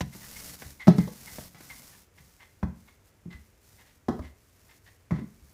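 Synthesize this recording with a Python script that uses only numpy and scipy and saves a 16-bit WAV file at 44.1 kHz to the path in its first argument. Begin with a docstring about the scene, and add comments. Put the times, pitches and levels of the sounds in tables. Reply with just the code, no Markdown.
"""In a small kitchen, stiff dough is kneaded on a floured wooden table, heard close by, then further off.
Lump and hands excite the bending modes of the tabletop and the swaying modes of its frame (decaying sines).
Squeezed air slaps and flour sprays (shaped noise bursts); flour grains rub in shear (uneven noise).
A joint creaks by stick-slip (a wavering, sinking tone with rasp). The walls return diffuse echoes (decaying
noise by octave), over the quiet of the kitchen (steady coloured noise)."""
import sys
import numpy as np
from scipy import signal
from scipy.fft import rfft, irfft, next_fast_len
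from scipy.io import wavfile

SR = 44100
rng = np.random.default_rng(int(sys.argv[2]) if len(sys.argv) > 2 else 0)


def wrap_up_sound(samples):
    """Save the sound to the file named by the first command line argument, as 16-bit audio."""
    columns = np.atleast_2d(samples).T
    # keep every value between -1 and 1, then stretch to whole-number steps
    tamed = np.clip(columns, -1, 1)
    steps = np.round(tamed * 32767).astype(np.int16)
    wavfile.write(sys.argv[1], SR, steps)


N = 243873
TIME = np.arange(N) / SR

# steady background of the kitchen: (frequency [Hz], relative level [dB])
KITCHEN_SPECTRUM = [(25, -8), (38, -1.5), (52, 3), (66, 4), (95, 6), (125, -3.5), (200, -8), (400, -8.5),
                    (800, -17), (2200, -18.5), (4400, -30), (7000, -26.5), (15000, -41)]
KITCHEN_DB = -62.5  # rms

# strokes of dough over flour:
# (time [s], length [s], peak level before the rub's gain [dB], place of hardest push [share of length, 0-1])
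STROKES = [(0.104, 0.45, -49, 0.79), (0.57, 0.15, -52.5, 0), (0.946, .14, -55.5, 0.1),
           (1.083, 0.39, -52, .75), (1.574, .45, -56, 0.46), (2.132, 0.89, -67.5, 0.17),
           (2.736, 0.22, -72.5, 0.56), (3.033, 0.051, -71, .8), (3.293, 0.29, -71.5, 0.1),
           (3.6, .37, -66.5, 0.37), (4.1, 0.21, -73, 0.7), (4.341, 0.43, -67.5, 1), (4.81, 0.15, -71, .4),
           (5.123, 0.43, -70.5, 0.86)]
# a stroke sets in, swells to the hardest push, eases and stops
STROKE_ATTACK_S, STROKE_RELEASE_S = 0.036, 0.024
SWELL_DB_PER_S, EASE_DB_PER_S = 24.5, 35.5
# the rustle of resting hands, before the rub's gain
NEAR_REST_DB, FAR_REST_DB = -66.5, -78.5
# flour sheared between dough and wood: (frequency [Hz], relative level [dB])
RUB_SPECTRUM = [(100, 1), (250, 5.5), (500, 3.5), (1000, -0.5), (2000, 0), (3200, -3), (5500, 3),
                (8000, 0.5), (12000, 0.5), (15500, -0.5)]
# the listener draws back between these times
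DRAW_BACK_S = [1.7, 2.1]

# blows of dough and hands on the table; sway is relative to the thump, room to the direct sound:
# (time [s], level [dB], lump pitch [Hz], frame sway [dB], slap level [dB], slap edge [Hz],
#  knock level [dB], knock centre [Hz], room send [dB])
BLOWS = [(0.007, -23, 163.3, 4.5, -27, 4100, -29, 930, -16.5),
         (0.149, -40, 193, 1, -46, 1200, -55.5, 396, -3), (0.62, -44.5, 156, 4, -37, 2600, -58, 900, -8.5),
         (0.871, -10.5, 204, -38, -27, 2300, -26, 604, -0.5),
         (0.8796, 1, 178.5, -26.5, -17, 1170, -10, 543, -13.5),
         (0.983, -7.5, 187.3, -12, -27, 1410, -37, 900, -10),
         (1.075, -38, 488, -12, -32, 980, -63, 526, -9.5), (1.384, -40, 141, 6, -37, 1760, -42, 696, -10),
         (1.546, -47, 150, -5, -47.5, 2560, -50.5, 1010, 2.5),
         (1.606, -54, 188, -15, -44.5, 2400, -58, 1600, -4),
         (2.6285, -18, 195, 5.5, -29.5, 1850, -32.5, 880, -8.5),
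         (3.257, -32, 175.7, -4, -67.5, 600, -51, 380, -1),
         (4.084, -14, 236, -9.5, -19, 1303, -29.5, 374, -5),
         (4.192, -33, 250, 14, -33.5, 1240, -45, 800, -9.5),
         (5.108, -26.5, 194, -11, -28.5, 1880, -32, 1060, -2),
         (5.1176, -15, 162, -3, -33.5, 1180, -40.5, 373, -9),
         (5.186, -32, 229, -17, -46, 2010, -44, 385, -9),
         (5.217, -27.5, 215.4, -14, -43.5, 705, -56, 400, -8.5)]
# each thump returns twice, weaker and lower, as the table and room answer:
# (delay [s], level against the thump [dB], pitch ratio [1])
TABLE_RETURNS = [(.023, -13, 0.93), (0.066, -23.5, 0.83)]
# bending of the loaded tabletop: (frequency [Hz], level [dB], t60 [s])
TOP_MODES = [(112, -17, 0.16), (136.3, -3.5, 0.31), (177.5, -6, 0.27), (204.76, -9, 0.335),
             (226.8, -14.5, 0.48), (255, -12.5, .16), (286.9, -11.5, 0.36)]
# swaying of the frame on its legs: (frequency [Hz], level [dB], t60 [s])
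FRAME_MODES = [(57, -23, .3), (70.7, -7, 0.22), (84, -12, 0.19)]
# higher notes of the top, woken by a hard contact: (frequency [Hz], level [dB], t60 [s])
KNOCK_MODES = [(360.2, 2, .12), (376, 3.5, 0.095), (420.5, -13, 0.45), (522, -24.5, 0.14), (629, 1, 0.056),
               (721, -10, 0.13), (783, 2, 0.03), (1008, -5, 0.084), (1265, -9.5, .06), (1635, -14, .06)]
# air squeezed from under the dough: (frequency [Hz], relative level [dB])
SLAP_SPECTRUM = [(50, -28), (130, -5.5), (250, 7), (450, 0), (650, -1), (900, -2), (1300, -5.5), (2000, 0),
                 (4000, -8.5)]
# flour shot out by a slap: (frequency [Hz], relative level [dB])
SPRAY_SPECTRUM = [(500, -10), (1500, 1.5), (2600, -6), (3400, 4), (4300, 2), (5800, 2.5), (8000, -9),
                  (15000, -13)]
# the top rings on under a blow; under a heavy one the dough sticks to it and damps it
RING_DB, DAMPS_ABOVE_DB, DAMP_DB_PER_DB = -3, -22, 0.57
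# the slap's tail passes a second low-pass, at this ratio of its edge
SLAP_TAIL_EDGE = 0.65
# the sharper the slap, the more flour it sprays: level against the slap at the reference edge
SPRAY_DB, SPRAY_EDGE_HZ, SPRAY_DB_PER_OCTAVE = -11, 1700, 5.5
FAR_SPRAY_DB = -10.5  # change once the listener has drawn back

# reverberation of the kitchen: (frequency [Hz], t60 [s])
ROOM_T60 = [(150, 0.29), (600, 0.36), (2000, 0.36), (6000, 0.39), (14000, 0.35)]
LEAN_ROOM_DB, CREAK_ROOM_DB = -10.5, -10.5

# creaks of the joint: (time [s], length scale [s], level before mixing [dB], pitch half a length in [Hz])
CREAKS = [(0.124, 0.027, -48.5, 2070), (0.205, 0.054, -52, 1924), (0.358, 0.02, -41, 2150),
          (0.605, 0.049, -56, 1776), (0.795, 0.043, -36, 2100), (0.973, 0.0764, -44.5, 2064),
          (1.267, 0.03, -41, 2082), (1.695, .034, -38.5, 2085), (1.918, 0.047, -59.5, 1800),
          (2.173, 0.028, -56, 2137), (2.393, 0.053, -51.5, 2080), (2.874, 0.033, -55, 2150),
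          (3.3, 0.052, -46.5, 2040), (3.779, 0.048, -55.5, 2093), (3.848, 0.07, -66.5, 1930),
          (4.216, 0.059, -51.5, 2110), (4.685, .05, -58, 2097), (4.857, 0.038, -55.5, 1920),
          (5.127, 0.083, -55, 2082)]
CREAK_MIX_DB = -3  # direct sound
# noise of the slipping joint: (frequency [Hz], relative level [dB])
RASP_SPECTRUM = [(400, -18.5), (800, -2.5), (1100, -3), (1350, -7), (1700, 1.5), (2600, -6), (3600, -7.5),
                 (5200, -14.5), (8000, -21), (15000, -43.5)]
# a weak creak is mostly rasp, a strong one squeaks cleanly; both are equal at this level
EVEN_RASP_DB, RASP_DB_PER_DB = -48.5, 0.5
# the joint gives in jerks, and its pitch sinks: time between jerks, dip between them
JERK_S, JERK_DIP_DB, CREAK_SAG_HZ_PER_S = 0.029, -3, 900

# weight leaned on the table, which rocks without a slap: (time [s], level [dB], pitch [Hz])
LEANS = [(0.649, -36.5, 110), (2.198, -49.5, 154), (2.77, -52.5, 180.5), (3.345, -34.5, 80),
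         (4.246, -39.5, 87), (5.422, -41, 89)]
LEAN_RING_DB, LEAN_SWAY_DB = -6.5, 8.5

TOP_HZ = 15450  # upper limit of the microphone's band


def undb(db):
    """Logarithmic level: decibels to amplitude gain."""
    return 10 ** (np.asarray(db) / 20)


def unit(x):
    """Normalisation of power: scale to rms 1."""
    return x / np.sqrt(np.mean(x ** 2))


def noise(count):
    """Gaussian white noise: equal power at all frequencies."""
    return rng.standard_normal(count)


def along(hz, points):
    """Logarithmic frequency scale: interpolate (frequency [Hz], value) points."""
    f, value = np.transpose(points)
    return np.interp(np.log(np.maximum(hz, 1)), np.log(f), value)


def colour(x, points):
    """Spectral filtering: weight x by (frequency [Hz], level [dB]) points."""
    size = next_fast_len(len(x))
    gain = undb(along(np.fft.rfftfreq(size, 1 / SR), points))
    return irfft(rfft(x, size) * gain, size)[:len(x)]


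def butter(x, hz, kind, order=2):
    """Butterworth filtering: low-, high- or band-pass."""
    edge = np.minimum(hz, SR / 2 - 1)
    return signal.sosfilt(signal.butter(order, edge, kind, fs=SR, output="sos"), x)


def add(track, s, x):
    """Linear superposition: mix x into the track from time s."""
    i = max(int(s * SR), 0)
    track[i:i + len(x)] += x[:max(N - i, 0)]


def fade(t, t60):
    """Exponential decay: the amplitude falls 60 dB in t60 seconds."""
    return np.exp(-np.log(1000) * t / t60)


def ring(t, modes):
    """Modal superposition: a struck body sounds as a sum of decaying sines."""
    return sum(undb(db) * fade(t, t60) * np.sin(2 * np.pi * hz * t) for hz, db, t60 in modes)


def near(modes, centre_hz, spread, reach_db):
    """Selective excitation: the spot that is hit wakes the modes around one pitch more than the rest."""
    chosen = []
    for hz, db, t60 in modes:
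        octaves = np.log2(hz / centre_hz)
        loss_db = reach_db * (1 - np.exp(-(octaves / spread) ** 2))
        chosen.append((hz, db + loss_db, t60))
    return chosen


def by_distance(s, near_value, far_value):
    """Dependence on distance: a value that changes as the listener draws back."""
    return np.interp(s, DRAW_BACK_S, [near_value, far_value])


def kitchen_quiet():
    """Stationary noise: the quiet of the kitchen has a fixed spectrum and a steady level."""
    return unit(colour(noise(N), KITCHEN_SPECTRUM)) * undb(KITCHEN_DB)


def effort():
    """Addition of powers: sliding strokes combine with the rustle of resting hands."""
    power = undb(by_distance(TIME, NEAR_REST_DB, FAR_REST_DB)) ** 2
    for start, length, db, share in STROKES:
        hardest, end = start + share * length, start + length
        swell_db = SWELL_DB_PER_S * (hardest - TIME)
        ease_db = EASE_DB_PER_S * (TIME - hardest)
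        below_db = np.maximum(swell_db, ease_db)
        attack = np.clip((TIME - start) / STROKE_ATTACK_S, 0, 1)
        release = np.exp(-np.maximum(TIME - end, 0) / STROKE_RELEASE_S)
        power = power + (undb(db - below_db) * attack * release) ** 2
    return np.sqrt(power)


def rub(grain_db=6.0, judder_db=1.1, judder_hz=90, gain_db=6.0):
    """Granular friction: flour grains of unequal size shear under the dough, which judders a little."""
    grains = noise(N) * undb(grain_db * noise(N))
    judder = unit(butter(noise(N), judder_hz, "low"))
    return unit(colour(grains, RUB_SPECTRUM)) * effort() * undb(gain_db + judder_db * judder)


def rumble(sliding, near_db=-8.5, far_db=-9):
    """Forced vibration: the dragging dough shakes the modes of the top and frame."""
    shake = signal.fftconvolve(sliding, ring(TIME[:SR // 2], TOP_MODES + FRAME_MODES))[:N]
    return unit(shake) * np.std(sliding) * undb(by_distance(TIME, near_db, far_db))


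def thump(t, pitch_hz, ring_db, sway_db, lump_t60=0.12, radiate_hz=105, contact_s=0.0027, sway_s=0.012):
    """Impact on a plate: the lump's note wakes the top's modes near its pitch, and the frame sways below."""
    lump = ring(t, [(pitch_hz, 0, lump_t60)])
    top = undb(ring_db) * ring(t, near(TOP_MODES, pitch_hz, spread=0.5, reach_db=-6.5))
    # an open board radiates little bass
    wood = butter((lump + top) * (1 - np.exp(-t / contact_s)), radiate_hz, "high")
    sway = ring(t, FRAME_MODES) * (1 - np.exp(-t / sway_s))
    return wood + undb(sway_db) * sway


def slap(t, edge_hz, t60=0.05, tail_db=-22, tail_t60=0.15, attack_s=0.00083):
    """Air expulsion: a dull burst from under the dough dies away, with a duller tail from the room."""
    air = unit(butter(colour(noise(len(t)), SLAP_SPECTRUM), edge_hz, "low", order=6))
    burst = air * (1 - np.exp(-t / attack_s)) * fade(t, t60)
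    tail = butter(air, SLAP_TAIL_EDGE * edge_hz, "low") * fade(t, tail_t60)
    return burst + undb(tail_db) * tail


def knock(t, centre_hz, contact_s=0.00023, radiate_hz=300):
    """Hard contact: its short rise wakes the higher modes of the top in a short, woody note."""
    notes = ring(t, near(KNOCK_MODES, centre_hz, spread=0.63, reach_db=-16.5))
    return butter(notes * (1 - np.exp(-t / contact_s)), radiate_hz, "high")


def spray(t, contact_s=0.012, tail_db=-16, tail_t60=0.091, grit_db=2.0, grit_hz=700):
    """Particle ejection: flour hisses out grittily while the soft dough flattens, then trails off."""
    grit = undb(grit_db * unit(butter(noise(len(t)), grit_hz, "low")))
    hiss = unit(grit * colour(noise(len(t)), SPRAY_SPECTRUM))
    flatten = 0.5 * np.exp(-(t / contact_s) ** 2)
    return hiss * (flatten + undb(tail_db) * fade(t, tail_t60))


def blows():
    """Superposed impact: thump and its returns, slap, knock and spray, as direct sound and wall send."""
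    direct, walls, t = np.zeros(N), np.zeros(N), TIME[:SR // 2]

    def strike(s, sound, room_db):
        """Division of radiation: one sound goes to the listener and to the walls."""
        add(direct, s, sound)
        add(walls, s, undb(room_db) * sound)

    for s, db, pitch_hz, sway_db, slap_db, edge_hz, knock_db, knock_hz, room_db in BLOWS:
        ring_db = RING_DB - DAMP_DB_PER_DB * max(db - DAMPS_ABOVE_DB, 0)
        sharpness_db = SPRAY_DB_PER_OCTAVE * np.log2(edge_hz / SPRAY_EDGE_HZ)
        spray_db = slap_db + SPRAY_DB + sharpness_db + by_distance(s, 0, FAR_SPRAY_DB)
        wood = undb(db) * thump(t, pitch_hz, ring_db, sway_db) + undb(knock_db) * knock(t, knock_hz)
        air = undb(slap_db) * slap(t, edge_hz) + undb(spray_db) * spray(t)
        strike(s, wood + air, room_db)
        for delay_s, return_db, ratio in TABLE_RETURNS:
            answer = undb(db + return_db) * thump(t, ratio * pitch_hz, ring_db, sway_db)
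            strike(s + delay_s, answer, room_db)
    return direct, walls


def room(x, build_s=0.008, bass_db=-8):
    """Diffuse reverberation: wall echoes build up, then each octave decays at its own rate."""
    t, tail = TIME[:SR // 2], 0
    for hz in 125 * 2 ** np.arange(8):
        band = butter(noise(len(t)), [hz / np.sqrt(2), hz * np.sqrt(2)], "band")
        level = undb(along(hz, [(150, bass_db), (500, 0)]))
        tail = tail + band * fade(t, along(hz, ROOM_T60)) * level
    tail = tail * (1 - np.exp(-t / build_s))
    return signal.fftconvolve(x, tail / np.sqrt(np.sum(tail ** 2)))[:N]


def creaks(slip_hz=150, chatter_db=2.0, waver=0.026, rise=0.3, crackle_db=3.5):
    """Stick-slip friction: the joint squeaks at an unsteady, sinking pitch and crackles."""
    out, t = np.zeros(N), TIME[:SR // 4]
    for s, length, db, pitch_hz in CREAKS:
        hz = pitch_hz - CREAK_SAG_HZ_PER_S * (t - length / 2)
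        rasp_db = RASP_DB_PER_DB * (EVEN_RASP_DB - db)
        grip = unit(butter(noise(len(t)), slip_hz, "low"))
        drift = unit(butter(noise(len(t)), slip_hz, "low"))
        phase = 2 * np.pi * np.cumsum(hz * (1 + waver * drift)) / SR
        squeak = np.sqrt(2) * np.sin(phase)  # rms 1
        slips = noise(len(t)) * undb(crackle_db * noise(len(t)))
        rasp = unit(colour(slips, RASP_SPECTRUM))
        jerks_db = JERK_DIP_DB * (1 - np.sin(2 * np.pi * t / JERK_S)) / 2
        load = (1 - np.exp(-t / (rise * length))) * np.exp(-(t / length) ** 3)
        gain = undb(db + jerks_db + chatter_db * grip)
        add(out, s, gain * load * (squeak + undb(rasp_db) * rasp))
    return out


def leans():
    """Low-frequency loading: weight put on the table rocks it in a soft, low thump."""
    out = np.zeros(N)
    for s, db, pitch_hz in LEANS:
        add(out, s, undb(db) * thump(TIME[:SR // 2], pitch_hz, LEAN_RING_DB, LEAN_SWAY_DB))
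    return out


def scene():
    """Superposition of sources: direct sounds, their echoes and the quiet of the kitchen."""
    sliding = rub()
    hits, walls = blows()
    joint, rocking = creaks(), leans()
    echoes = room(walls + undb(LEAN_ROOM_DB) * rocking + undb(CREAK_ROOM_DB) * joint)
    table = hits + rocking + undb(CREAK_MIX_DB) * joint
    return (kitchen_quiet() + sliding + rumble(sliding) + table + echoes)[None]


def record(dry, ceiling=1.8):
    """Band limits and saturation: the microphone loses the deepest bass, rounds peaks and cuts the top."""
    thin = butter(dry, 23, "high")
    rounded = thin / (1 + (thin / ceiling) ** 4) ** (1 / 4)
    return signal.sosfilt(signal.ellip(10, 0.2, 80, TOP_HZ, fs=SR, output="sos"), rounded)


dry = scene()
out = record(dry)
wrap_up_sound(out)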